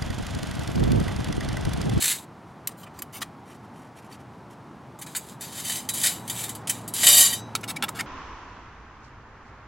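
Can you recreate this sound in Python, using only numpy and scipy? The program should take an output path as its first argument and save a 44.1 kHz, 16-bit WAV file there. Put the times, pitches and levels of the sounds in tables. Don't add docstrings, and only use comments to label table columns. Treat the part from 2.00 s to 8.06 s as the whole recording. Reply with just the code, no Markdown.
import sys
import numpy as np
from scipy import signal
from scipy.fft import rfft, irfft
from scipy.io import wavfile
from scipy.ndimage import uniform_filter1d

SR = 44100
rng = np.random.default_rng(int(sys.argv[2]) if len(sys.argv) > 2 else 0)


def output_pcm(signal):
    pcm = np.clip(np.atleast_2d(signal).T, -1, 1) * 32767
    wavfile.write(sys.argv[1], SR, np.round(pcm).astype(np.int16))


N = 267246
T = np.arange(N) / SR
RING_T = T[:SR // 2]
SLOTTED_S = 2.7

# pitch_hz, relative_db
AIR_SPECTRUM = [(15, -70), (25, -36.5), (84, -5.5), (130, 0), (249, -2), (427, -9.5), (531, -12), (887, -7),
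                (2690, -28), (11300, -44.5), (14800, -53.5), (16000, -50)]
# pitch_hz, level_db
ENGINE_HUM = [(113.0, -47.5), (236.9, -54)]

# pitch_hz, width_hz, relative_db
HELD_PANEL_MODES = [(1158, 59, 3), (1900, 270, -3.5), (3020, 44, -1), (4070, 120, -5.5), (4810, 45, -6.5),
                    (6110, 42, -4), (7100, 78, -3.5), (7400, 49, -7), (8230, 75, -4.5), (9430, 51, -5.5),
                    (12070, 100, 0.5)]
# pitch_hz, width_hz, relative_db
JOINED_PANEL_MODES = [(1350, 95, 2.5), (2276, 75, 1), (3710, 150, -1.5), (4440, 180, -2.5),
                      (5360, 87, -5.5), (6460, 180, -6), (7390, 100, -3.5), (8000, 76, -8), (8330, 157, -4),
                      (9720, 110, -3.5), (11000, 100, -5.5), (11500, 39, -14), (12600, 54, -10)]
# pitch_hz, relative_db
HELD_SPECTRUM = [(60, -8), (400, -25), (900, -4), (2100, 3), (3700, -1), (6000, -5), (9000, -4.5),
                 (12000, -8), (14000, -20), (16000, -8.5)]
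# start_s, length_s, level_db
FINGER_RUBS = [(0.464, 0.053, -68), (1.45, 0.12, -55.5), (1.628, 0.028, -60.5), (1.708, .19, -61.5),
               (1.952, 0.055, -54), (2.014, 0.066, -59.5), (2.093, 0.069, -52), (2.192, 0.026, -59),
               (2.3, 0.12, -72.5), (2.494, .05, -57.5)]
# start_s, level_db, tilt_db_per_octave, main_pitch_hz
TAB_SNAPS = [(.673, -20.5, 5.5, 11860), (0.692, -41.5, 0, 9200), (1.021, -26, 3, 11850),
             (1.218, -29, -3, 3040), (5.552, -17, 2, 1337), (5.560, -25, 0, 3780), (5.641, -30, 3, 2880),
             (5.825, -19, -0.5, 2205), (5.839, -22.5, 11, 2770), (5.891, -25, 5.5, 950),
             (6.008, -24, -1, 2160)]
# start_s, length_s, level_db, tilt_db_per_octave, main_pitch_hz
SLOT_SCRAPES = [(0.707, 0.019, -49, -1, 8600), (0.768, 0.068, -50.5, 4, 9100),
                (0.827, 0.019, -43.5, -1.5, 3080), (0.86, 0.023, -42, -6.5, 2450),
                (0.933, 0.099, -51.5, -1, 12100), (0.988, 0.0074, -37.5, 3, 7470),
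                (1.123, 0.07, -37.5, 1.5, 3600), (1.204, 0.014, -42, 1, 4880),
                (1.215, 0.017, -27.5, -0.5, 1925), (1.968, 0.012, -50, -9, 4300),
                (2.121, 0.013, -46.5, 0.5, 4520), (5.608, 0.0082, -45, 3, 6200),
                (5.63, 0.017, -32, -2.5, 2276), (5.676, 0.041, -28.5, 2, 4330),
                (5.759, 0.015, -28, -1, 2280), (5.821, 0.029, -22.5, -4.5, 3490),
                (5.881, 0.013, -30, -3, 1270), (5.943, 0.055, -36.5, -1, 2230),
                (5.987, 0.024, -26, -2, 1820)]

# pitch_hz, width_hz, relative_db
LOOSE_PANEL_MODES = [(1907, 28, -7.5), (2364, 8.7, -10.5), (3069, 26, -1), (3666, 24, -2), (3896, 18, -8),
                     (3930, 11, -4), (4470, 25, -6.5), (4773, 34, -8.5), (4700, 22, -2), (5072, 19, -5.5),
                     (6200, 50, -1), (6700, 17, -5.5), (7380, 19, -4.5), (7250, 24, 4.5), (7270, 11, -5.5),
                     (7680, 13, 4), (8023, 37, 1.5), (8100, 50, -12), (9110, 49, 1.5), (9200, 63, 3),
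                     (9500, 30, -6), (10210, 48, 6), (10450, 36, -5), (11600, 47, -0.5), (12730, 63, -7),
                     (12920, 27, 4), (13800, 55, -4)]
# pitch_hz, width_hz, relative_db
WALL_PANEL_MODES = [(1930, 19, -20), (3070, 68, -2), (3940, 55, -5), (4310, 19, 0.5), (6070, 120, -4),
                    (7300, 25, -5), (7900, 49, 5), (8800, 58, -12), (10300, 114, 1), (11260, 39, 0),
                    (12300, 63, -3)]
# pitch_hz, width_hz, relative_db
FRAME_PANEL_MODES = [(600.5, 6.3, -13), (720, 7.3, -6.5), (1116, 10.4, -9.5), (2906, 4.6, -0.5),
                     (3900, 5.2, 0.5), (5080, 6.4, -6), (5680, 10, -1), (6190, 6.9, -0.5), (7400, 17, 2),
                     (8200, 12, -2), (8700, 10, 4), (9100, 15, 5), (11200, 11, 8)]
# pitch_hz, relative_db
PILE_SPECTRUM = [(60, -41), (400, -43), (1200, -16.5), (1900, -4), (2600, -7.5), (3900, -2), (5500, -8),
                 (7500, 6.5), (8600, 4.5), (10300, 4.5), (12700, 2), (13900, -10), (15200, -8.5),
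                 (16500, 5)]
# time_s, panels_db, frame_db
RING_FREEDOM = [(3.2, -9.5, -38), (3.65, -1, -14), (4.5, -6, -24), (4.95, -4, -11), (5.12, 6.5, -3),
                (5.35, 2, -8.5)]
# start_s, relative_db, tilt_db_per_octave
PILE_KNOCKS = [(2.989, -36.5, -1), (3.021, -33, -6), (3.1504, -21, -7), (3.4088, -26, 0), (3.697, -17, -3),
               (3.8895, -15, -2), (3.9375, -21, 3), (4.0342, -14, -3), (4.278, -25.5, -2),
               (4.2978, -17, -1.5), (4.327, -29, 1), (4.439, -23.5, 1), (4.492, -22.5, -2), (4.551, -27, 0),
               (4.6725, -21, -3.5), (4.6962, -20.5, -4.5), (4.8779, -24, 0.5), (4.9376, -17.5, 2.5),
               (5.033, -11, -5), (5.0677, -4.5, -2.5)]
# start_s, length_s, level_db, tilt_db_per_octave
PILE_SLIPS = [(0.103, 0.023, -25, -5.5), (3.011, 0.015, -36, -3.5), (3.06, .015, -40, -6),
              (3.156, 0.017, -23, -0.5), (4.035, 0.043, -21, -2.5), (4.692, .012, -17.5, -1),
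              (5.03, 0.022, -16, -3), (5.07, 0.027, -12, -2.5), (5.167, 0.028, -10, 1),
              (5.199, 0.027, -12, 2.5), (5.322, 0.02, -23.5, -2)]
# full_speed_at_s, speed_up_s, hold_s, slow_down_s, treble_db, body_vs_treble_db
PANEL_DRAGS = [(0.026, 0.11, 0.09, 0.13, -24.5, -4.5), (3.081, 0.035, 0.24, 0.087, -52, -2),
               (3.419, 0.027, 0.018, 0.19, -38.5, -2.5), (3.585, 0.19, 0.013, 0.11, -35.5, -1.5),
               (3.65, 0.049, 0.12, 0.14, -32, -3.5), (3.95, 0.053, 0.084, 0.23, -29, -6.5),
               (4.042, .04, 0.027, 0.14, -23, -3.5), (4.39, .22, .025, 0.21, -32.5, -4),
               (4.721, 0.043, 0.035, 0.17, -42.5, -3), (4.95, 0.027, 0.093, .1, -29, -4),
               (5.075, .14, .16, 0.17, -14.5, -4)]

# pitch_hz, width_hz, relative_db
MICROPHONE_BANDS = [(5700, 400, -16.5), (9630, 530, -21.5), (13200, 540, -12)]


def from_db(db):
    return 10 ** (np.asarray(db) / 20)


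def unit_energy(x):
    return x / np.sqrt(np.sum(x ** 2) + 1e-20)


def add(track, start_s, sound):
    at = max(round(start_s * SR), 0)
    track[at:at + len(sound)] += sound[:N - at]


def along(rows, t):
    times, *columns = np.transpose(rows)
    return np.array([np.interp(t, times, column) for column in columns])


def noise(spectrum, size, tilt=0):
    hz, db = np.transpose(spectrum)
    octave = np.log2(np.fft.rfftfreq(size, 1 / SR) + 1)
    gain = from_db(np.interp(octave, np.log2(hz), db + tilt * np.log2(hz)))
    x = irfft(rfft(rng.standard_normal(size)) * gain, size)
    return x / x.std()


def drift(per_s, size=N):
    return np.interp(T[:size] * per_s, np.arange(size), rng.standard_normal(size))


def far_traffic(level_db=-45.5, side_db=-20, rise_db=5, rise_at_s=3.7, ease_s=0.44):
    air = noise(AIR_SPECTRUM, N) + from_db(side_db) * noise(AIR_SPECTRUM, N) * [[1], [-1]]
    swell = (1 + np.tanh((T - rise_at_s) / ease_s)) / 2
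    return from_db(level_db + rise_db * swell) * air


def passing_engine(nearest_s=4.8, pass_s=0.48, waver_hz=2.3, waver_db=3.5):
    hum = 0
    for hz, db in ENGINE_HUM:
        gain = from_db(db + waver_db * drift(9)) * np.sqrt(2)
        phase = 2 * np.pi * np.cumsum(hz + waver_hz * drift(8)) / SR
        hum += gain * np.sin(phase)
    distance = np.hypot(1, (T - nearest_s) / pass_s)
    return hum / distance


def ring(modes, tilt=0):
    hz, width, db = np.transpose(modes)[:, :, None]
    place = rng.uniform(.65, 1.35, hz.shape) * rng.choice([-1, 1], hz.shape)
    gain = from_db(db + tilt * np.log2(hz)) * place * np.sqrt(width)
    decay = np.exp(-np.pi * width * RING_T)
    return unit_energy(np.sum(gain * decay * np.sin(2 * np.pi * hz * RING_T), axis=0))


def clatter(spectrum, fade_s, tilt=0, tail_db=-32, tail_s=0.19):
    decay = 1000 ** (-RING_T / fade_s) + from_db(tail_db) * 1000 ** (-RING_T / tail_s)
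    return unit_energy(noise(spectrum, len(RING_T), tilt) * decay)


def friction(size, per_s, spread_db):
    caught = rng.random(size) < per_s / SR
    strength = from_db(spread_db * np.minimum(rng.exponential(1, size), 3))
    taps = caught * strength * rng.choice([-1, 1], size)
    return unit_energy(taps) * np.sqrt(size)


def stroke(length_s, per_s=5000):
    size = max(int(length_s * SR), 16)
    pressure = np.sin(np.pi * (np.arange(size) + .5) / size) ** 0.55
    return friction(size, per_s, spread_db=4) * pressure


def impact(chatter_db, chatter_s):
    t = T[:SR // 10]
    chatter = friction(len(t), per_s=3000, spread_db=2.5) * np.exp(-t / chatter_s)
    force = from_db(chatter_db) * unit_energy(chatter)
    force[0] += 1
    return force


def sound_panel(force, response, level_db):
    x = signal.fftconvolve(force, response)
    peak_power = uniform_filter1d(x ** 2, size=132).max()
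    return from_db(level_db) * x / np.sqrt(peak_power)


def lose_bass(x, bass_hz=220):
    return signal.sosfilt(signal.butter(2, bass_hz, "high", fs=SR, output="sos"), x)


def held_response(time_s, tilt, main_hz, main_db, main_width_hz=65):
    modes = HELD_PANEL_MODES if time_s < SLOTTED_S else JOINED_PANEL_MODES
    crowd = clatter(HELD_SPECTRUM, fade_s=0.03, tilt=tilt, tail_db=-24.5, tail_s=0.2)
    tones = from_db(-1) * ring(modes, tilt)
    return crowd + tones + from_db(main_db) * ring([(main_hz, main_width_hz, 0)])


def finger_rubs():
    out = np.zeros(N)
    spectrum = HELD_SPECTRUM[:-1] + [(16000, -23)]
    response = clatter(spectrum, fade_s=0.051, tilt=0.86)
    for start, length, db in FINGER_RUBS:
        add(out, start, from_db(db) * signal.fftconvolve(stroke(length, per_s=780), response))
    return out


def fitting_tabs(main_db=-1.5, travel_db_per_s=140):
    out = np.zeros(N)
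    for start, db, tilt, main_hz in TAB_SNAPS:
        force = impact(chatter_db=-9.5, chatter_s=0.00074)
        add(out, start, sound_panel(force, held_response(start, tilt, main_hz, main_db), db))
    for start, length, db, tilt, main_hz in SLOT_SCRAPES:
        force = stroke(length)
        response = held_response(start, tilt, main_hz, main_db - travel_db_per_s * length)
        add(out, start, sound_panel(force, response, db))
    return out


def pile_response(time_s, tilt):
    panels, frame = from_db(along(RING_FREEDOM, time_s))
    crowd = clatter(PILE_SPECTRUM, fade_s=0.08, tilt=tilt)
    return crowd + panels * ring(LOOSE_PANEL_MODES, tilt) + frame * ring(FRAME_PANEL_MODES, tilt)


def pile_hits(knock_db=-6):
    out = np.zeros(N)
    for start, db, tilt in PILE_KNOCKS:
        force = impact(chatter_db=-1.5, chatter_s=0.0074)
        add(out, start, sound_panel(force, pile_response(start, tilt), db + knock_db))
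    for start, length, db, tilt in PILE_SLIPS:
        add(out, start, sound_panel(stroke(length), pile_response(start, tilt), db))
    return out


def sliding_edge(t, treble_db, body_db, modes, contacts=5, wander_db=5, catch_db=-10, split_hz=5500):
    gains = {"low": from_db(body_db), "high": from_db(treble_db)}
    panels, frame = from_db(along(RING_FREEDOM, t))
    loads = from_db([wander_db * drift(43.73, len(t)) for _ in range(contacts)])
    loads /= np.sqrt(np.sum(loads ** 2, axis=0))
    out = 0
    for load in loads:
        catches = from_db(catch_db) * friction(len(t), per_s=14, spread_db=7.0) / (1 + panels ** 2)
        grinding = load * friction(len(t), per_s=1300, spread_db=3.5)
        force = (grinding + catches) / np.sqrt(1 + panels ** 2 + frame ** 2)
        crowd = clatter(PILE_SPECTRUM, fade_s=0.035)
        for share, response in ((1, crowd), (panels, ring(modes)), (frame, ring(FRAME_PANEL_MODES))):
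            for band, gain in gains.items():
                part = signal.sosfilt(signal.butter(3, split_hz, band, fs=SR, output="sos"), response)
                out += signal.fftconvolve(force * share * gain, unit_energy(part))
    return out


def dragged_panels(swing_db=34.5, body_follows=0.93):
    out = np.zeros(N)
    for full_speed_at, speed_up, hold, slow_down, treble_db, body_vs_treble_db in PANEL_DRAGS:
        corners = full_speed_at + np.array([-speed_up, 0, hold, hold + slow_down])
        t = np.arange(max(corners[0], 0), corners[-1], 1 / SR)
        speed_db = swing_db * np.interp(t, corners, [-1, 0, 0, -1])
        body_db = treble_db + body_vs_treble_db + body_follows * speed_db
        modes = WALL_PANEL_MODES if full_speed_at < SLOTTED_S else LOOSE_PANEL_MODES
        add(out, t[0], sliding_edge(t, treble_db + speed_db, body_db, modes))
    return out


def scene(echo_db=-24, echo_s=.0005):
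    held = lose_bass(finger_rubs() + fitting_tabs())
    steel = lose_bass(dragged_panels() + pile_hits()) + held
    echo = np.interp(T - echo_s, T, held)
    side = from_db(echo_db) * np.gradient(echo)
    for hz, width, db in MICROPHONE_BANDS:
        resonance = signal.butter(1, [hz - width / 2, hz + width / 2], "band", fs=SR, output="sos")
        band = signal.sosfilt(resonance, steel)
        side -= from_db(db) * np.gradient(band)
    return steel + side * [[1], [-1]] + far_traffic() + passing_engine()


def record(dry, ceiling=.8, cutoff_hz=16000):
    rounded = dry / (1 + (dry / ceiling) ** 6) ** (1 / 6)
    return signal.sosfilt(signal.ellip(12, .1, 80, cutoff_hz, fs=SR, output="sos"), rounded)


dry = scene()
out = record(dry)
output_pcm(out)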